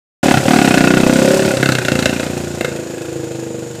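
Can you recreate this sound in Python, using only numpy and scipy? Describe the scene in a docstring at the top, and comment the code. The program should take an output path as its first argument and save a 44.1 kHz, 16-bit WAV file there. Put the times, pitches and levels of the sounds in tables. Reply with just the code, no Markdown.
"""A small single-cylinder dirt bike pulls away down a gravel drive, cracks sharply and putters into the distance.
Each firing is a click shaped into bark, boom and blare, two decaying pipe tones and a puff of noise for the gas.
Short noise bursts make the cracks; valve gear and tyres are rattling, hissing noise.
House and trees echo the bike, insects shrill steadily, and the loudest peaks overload the microphone."""
import sys
import numpy as np
from scipy import signal
from scipy.fft import rfft, irfft
from scipy.io import wavfile

SR = 44100
rng = np.random.default_rng(int(sys.argv[2]) if len(sys.argv) > 2 else 0)


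def wav_record(signal):
    """Record a signal, one row per channel, as 16-bit PCM in the file named by sys.argv[1]."""
    frames = np.transpose(np.atleast_2d(signal))
    bounded = np.clip(frames, -1, 1)
    # unit amplitude maps onto the largest positive 16-bit level
    quanta = np.round(bounded * 32767).astype(np.int16)
    wavfile.write(sys.argv[1], SR, quanta)


N = 167580

# How fast the engine fires: (time [s], firing rate [firings per second])
FIRING_RATE = [(0.23, 38.95), (0.29, 37.89), (0.34, 31.3), (0.45, 38.24), (0.56, 37.69), (0.66, 32.42),
               (0.76, 29.86), (1.05, 31.76), (1.3, 34.44), (1.49, 35.4), (1.55, 30.94), (1.63, 33.88),
               (1.92, 28.31), (2.2, 29.26), (2.55, 28.95), (2.75, 27.45), (3.15, 26.92), (3.35, 25.67),
               (3.8, 24.71)]


def undb(db):
    """Turn decibels into a gain."""
    return 10 ** (np.asarray(db) / 20)


def curve(table, t, axis=1):
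    """Read one column of a table at time t, joining its points by straight lines."""
    rows = np.array(table)
    return np.interp(t, rows[:, 0], rows[:, axis])


def unit(x):
    """Scale a signal to an rms of 1."""
    return x / np.sqrt(np.mean(x ** 2))


def ring(x, response):
    """Let every sample of a signal set off the given response."""
    return signal.fftconvolve(x, response)[:N]


def colour(x, points, size=4096):
    """Give a signal the listed spectrum, with a filter of unit energy that never sounds early."""
    hz, db = np.array(points).T
    bin_hz = np.maximum(np.arange(size // 2 + 1) * SR / size, 1)
    gain = undb(np.interp(np.log(bin_hz), np.log(hz), db))
    # Folding the cepstrum forward in time gives the minimum-phase filter.
    cepstrum = irfft(np.log(gain))
    cepstrum[1:size // 2] *= 2
    cepstrum[size // 2 + 1:] = 0
    response = irfft(np.exp(rfft(cepstrum)))
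    return ring(x, response / np.linalg.norm(response))


def pulses(times, sizes):
    """Place one single-sample click at each time."""
    return np.bincount((times * SR).astype(int), sizes, 2 * N)[:N]


def swell_and_decay(age, attack, decay):
    """Rise quickly and die away; attack and decay are in seconds."""
    return (1 - np.exp(-age / attack)) * np.exp(-age / decay)


def puffs(times, sizes, attack, decay):
    """Place one quick swell and decay at each time."""
    age = np.arange(SR // 10) / SR
    return ring(pulses(times, sizes), swell_and_decay(age, attack, decay))


def noise():
    """Make white noise of rms 1."""
    return rng.standard_normal(N)


def firings(t):
    """Time one firing for each full engine cycle, a little uneven."""
    first_s, unevenness_s = .231, .00008
    cycles = np.cumsum(curve(FIRING_RATE, t)) / SR
    cycles -= np.interp(first_s, t, cycles)
    times = np.interp(np.arange(int(cycles[-1]) + 1), cycles, t)
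    return times + unevenness_s * rng.standard_normal(len(times))


def exhaust(times):
    """Each firing gives a bark, a boom, a blare, two pipe tones and a rasp of gas that rings the steel."""
    # Exhaust parts: (time [s], bark [dB], low boom [dB], lower pipe mode [dB],
    # upper pipe mode [dB], gas rasp before its lift [dB])
    exhaust_levels = [(.23, -12, -24.5, -21, -19.5, -21), (.31, -8, -22, -32, -18.5, -16),
                      (.345, -20, -15, -28, -38, -17.5), (.375, -19, -14.5, -26, -35, -15.5),
                      (.405, -22, -25, -31, -25, -31), (.45, -23, -20, -29, -16.5, -28),
                      (.485, -7.5, -22, -19, -21.5, -16.5), (.6, -10.5, -30, -20, -26.5, -18),
                      (.82, -7.5, -27, -17, -26, -15.5), (1.1, -10, -26, -20, -18.5, -22.5),
                      (1.28, -14.5, -50, -18, -12, -22.5), (1.5, -13.5, -28, -21, -21.5, -22.5),
                      (1.54, -26, -27, -35, -14.5, -30), (1.6, -22, -19, -24.5, -34, -28),
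                      (1.7, -16.5, -15, -30.5, -24.5, -29), (1.82, -33.5, -27.5, -23.5, -40, -27.5),
                      (1.92, -17, -18, -29.5, -19.5, -32), (2.06, -20, -23.5, -24.5, -30.5, -33),
                      (2.2, -24, -28, -36, -27.5, -25.5), (2.35, -25, -24.5, -24.5, -30.5, -34),
                      (2.56, -30, -27, -28, -33.5, -39), (2.66, -28, -27.5, -26.5, -25, -33),
                      (2.8, -28, -33, -23.5, -27.5, -42), (2.95, -29, -40, -26.5, -31, -42.5),
                      (3.15, -45, -30, -23.5, -28, -40), (3.5, -31, -34, -30, -28.5, -46.5),
                      (3.8, -40, -34, -34.5, -34.5, -46)]
    # Upper blare of the open silencer, heard from right behind it: (time [s], level [dB])
    blare_levels = [(.23, -17.5), (.33, -11.5), (.41, -33.5), (.5, -13), (.65, -16), (.9, -20.5),
                    (1.3, -44), (1.9, -34), (2.5, -52), (3.8, -49)]
    # Relative spectra of the parts: (frequency [Hz], level [dB per Hz])
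    bark_spectrum = [(30, -31), (60, -40), (95, -23.5), (145, -2.5), (245, 1), (360, -1), (435, -19),
                     (600, -14), (730, -11), (950, -30.5), (1400, -30), (3000, -44), (9000, -68.5)]
    boom_spectrum = [(40, -21.5), (60, -20.5), (82, -0.5), (105, -9), (132, 5), (180, -2), (300, -17.5),
                     (900, -52.5)]
    blare_spectrum = [(200, -27.5), (480, -22), (620, -19), (715, 4.5), (810, -1), (930, -17.5),
                      (1200, -18), (2500, -24), (8000, -44.5)]
    rasp_spectrum = [(300, 0), (750, 0.5), (1100, -29), (1330, 4), (1450, 8.5), (1650, 1), (2000, -3.5),
                     (2330, -8), (2680, -2.5), (3050, -5.5), (3800, -6), (5000, -10.5), (8000, -21),
                     (15000, -33)]
    # Pipe modes with hot gas, before tuning: (frequency [Hz], attack [s], decay [s])
    pipe_modes = [(373.4, 0.00067, 0.024), (528, .0012, 0.013)]
    scatter_db, gas_lift_db, shell_db = .8, 8, -3.5
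    bark_lag_s, boom_lag_s, blare_lag_s = 0.00089, 0.00012, 0.00062

    force = undb(scatter_db * rng.standard_normal(len(times)))
    bark, boom, lower, upper, gas = (force * undb(curve(exhaust_levels, times, axis=column))
                                     for column in range(1, 6))
    blare = force * undb(curve(blare_levels, times))
    # Widely spaced firings get more energy, so each level holds at any firing rate.
    energy = np.sqrt(SR / curve(FIRING_RATE, times))
    body = colour(pulses(times + bark_lag_s, bark * energy), bark_spectrum)
    body += colour(pulses(times + boom_lag_s, boom * energy), boom_spectrum)
    body += colour(pulses(times + blare_lag_s, blare * energy), blare_spectrum)
    tones = sum(pipe(times, size * energy, *mode) for size, mode in zip((lower, upper), pipe_modes))
    jet = undb(gas_lift_db) * noise() * puffs(times, gas, attack=.0009, decay=.006)
    return body + tones + colour(jet, rasp_spectrum) + undb(shell_db) * shell(jet)


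def pipe(times, sizes, hz, attack, decay):
    """Every firing rings one pipe mode at a slightly different pitch and strength."""
    # Pipe tuning, sinking overall as the gas cools and the bike recedes:
    # (time [s], pitch multiplier [ratio])
    tuning = [(.3, 1.053), (1.0, 0.95), (1.35, 1.033), (2.0, 0.97), (2.4, 0.94), (3.15, 0.9), (3.7, 0.89)]
    pitch_wobble, scatter_db = .005, 1.0  # wobble is a share of the pitch
    out, age = np.zeros(2 * N), np.arange(SR // 10) / SR
    swell = swell_and_decay(age, attack, decay)
    variations = rng.standard_normal((len(times), 2))
    for at, size, (detune, push) in zip(times, sizes, variations):
        pitch = hz * curve(tuning, at) * (1 + pitch_wobble * detune)
        tone = swell * np.sin(2 * np.pi * pitch * age)
        strength = size * undb(scatter_db * push)
        start = int(at * SR)
        out[start:start + len(age)] += strength * tone / np.linalg.norm(tone)
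    return out[:N]


def shell(x):
    """The silencer's thin steel rings in narrow bands; a wider band dies away faster."""
    # Ringing bands of the steel: (frequency [Hz], width [Hz], relative level [dB])
    steel_bands = [(1480, 48, 4), (1640, 100, -7), (1955, 120, -7), (2150, 110, -2), (2500, 68, 3),
                   (2638, 58, 3), (3070, 76, -13), (3840, 82, -15), (5220, 1100, -20)]
    age = np.arange(SR // 20) / SR
    response = np.zeros(len(age))
    for hz, width, db in steel_bands:
        fade = np.sqrt(width) * np.exp(-np.pi * width * age)
        response += undb(db) * fade * np.sin(2 * np.pi * hz * age)
    return ring(x, response / np.linalg.norm(response))


def cracks():
    """Unburnt fuel cracks in the pipe as short noise bursts, each with its own mix of body and edge."""
    # Cracks, mostly off the throttle: (time [s], body [dB], bright edge [dB])
    crack_events = [(.742, -6, -15), (0.778, -5.5, -13), (1.57, -13, -13.5), (1.628, -1, -14),
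                    (1.658, -8.5, -10.5), (1.689, -2, -11.5), (1.720, -8, -9.5), (1.751, -7.5, -11),
                    (1.785, -10, -11.5), (1.849, -8.5, -13), (1.883, -6, -11), (1.918, -14, -13.5),
                    (1.953, -9.5, -14), (1.99, -15, -11), (2.025, -11, -12.5), (2.057, -3.5, -5.5),
                    (2.094, -15, -15), (2.129, -17, -26), (2.196, -18, -23), (2.228, -16, -26),
                    (2.609, -6, -18), (2.646, -6.5, -15)]
    # Relative spectra of body and edge: (frequency [Hz], level [dB per Hz])
    body_spectrum = [(150, 0), (600, 3), (1100, -19), (1300, -1.5), (1500, 6), (1650, -0.5), (1850, -6),
                     (2130, -0.5), (2380, -21.5), (2660, -8.5), (3000, -23), (5000, -28), (14000, -29)]
    edge_spectrum = [(300, -15), (1100, -7), (2000, 2), (2400, -7.5), (2680, 9), (3000, -2), (3400, -3.5),
                     (3850, 5.5), (4200, -0.5), (4700, -6), (5400, -6.5), (7500, -6.5), (10000, -16.5),
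                     (14000, -27)]
    times, body_db, edge_db = np.array(crack_events).T
    out = np.zeros(N)
    for db, spectrum in [(body_db, body_spectrum), (edge_db, edge_spectrum)]:
        bursts = noise() * puffs(times, undb(db), attack=.0003, decay=.0045)
        out += colour(bursts, spectrum)
    return out


def clatter(t, times):
    """Tyres hiss on the gravel; the valve gear rattles and rings the cooling fins after each firing."""
    # Relative spectra of the clatter and the fins: (frequency [Hz], level [dB per Hz])
    clatter_spectrum = [(150, 11.5), (700, 12), (1200, 1), (2500, -0.5), (4500, -2), (6000, -2),
                        (8000, -0.5), (10000, -9), (12000, -14), (14000, -12.5)]
    fin_spectrum = [(1200, -32), (1660, 3), (1950, -34), (2380, -15), (2580, 1), (2780, -17), (3150, -21),
                    (6000, -30)]
    # Valve gear and tyres together: (time [s], level [dB])
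    clatter_levels = [(.23, -19), (.42, -21.5), (.58, -18.5), (.9, -22.5), (1.25, -19), (1.55, -23),
                      (1.8, -27), (2.1, -25.5), (2.5, -30), (3.0, -33.5), (3.8, -35.5)]
    # Gain on the ring of the cooling fins: (time [s], gain [dB])
    fin_levels = [(.23, -26), (.6, -24), (1.2, -32), (2.2, -40), (2.9, -29.5), (3.8, -46)]
    valve_lag_s, valve_scatter_db = .0075, 3.2
    sizes = undb(valve_scatter_db * rng.standard_normal(len(times)))
    valves = puffs(times + valve_lag_s, sizes, attack=.0015, decay=.007)
    grit = noise() * undb(1.65 * noise())  # uneven strength makes the hiss grainy
    rattle = unit(grit * (.5 + valves))  # steady hiss plus a burst after each firing
    hiss = colour(rattle, clatter_spectrum) * undb(curve(clatter_levels, t))
    fins = colour(noise() * valves, fin_spectrum) * undb(curve(fin_levels, t))
    return hiss + fins


def yard(bike):
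    """House and trees scatter the bike's sound into a short tail, stronger as the ride goes on."""
    t60_s, start_db, end_db = .29, -13, -7.5  # t60: time for the tail to fall by 60 dB
    age = np.arange(SR // 2) / SR
    fade = undb(-60 * age / t60_s) * (1 - np.exp(-age / 0.021))
    tail = rng.standard_normal(len(age)) * fade
    return ring(bike, tail / np.linalg.norm(tail)) * undb(np.linspace(start_db, end_db, N))


def insects():
    """Insects shrill steadily, made from noise in a high band."""
    # Relative spectrum of the insects: (frequency [Hz], level [dB per Hz])
    insect_spectrum = [(4000, -45), (5900, -35), (6600, 14), (7150, 16), (7900, -3), (9500, -59),
                       (14000, -22)]
    return undb(-42) * colour(noise(), insect_spectrum)


def scene():
    """Add up bike, echoes and insects, the same in both channels."""
    t = np.arange(N) / SR
    times = firings(t)
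    bike = exhaust(times) + cracks() + clatter(t, times)
    return np.tile(bike + yard(bike) + insects(), (2, 1))


def record(dry):
    """The microphone opens after a moment, drops deep bass, flattens the loudest peaks and cuts the top."""
    opens_s, fade_s, low_cut_hz, top_hz = .229, .002, 75, 14600
    opened = np.clip((np.arange(N) / SR - opens_s) / fade_s, 0, 1)
    thin = signal.sosfilt(signal.butter(4, low_cut_hz, "high", fs=SR, output="sos"), dry)
    flat = thin / (1 + thin ** 16) ** (1 / 16)  # nearly untouched until close to full scale
    top_cut = signal.ellip(10, .2, 70, top_hz, fs=SR, output="sos")
    return signal.sosfilt(top_cut, flat * opened)


dry = scene()
out = record(dry)
wav_record(out)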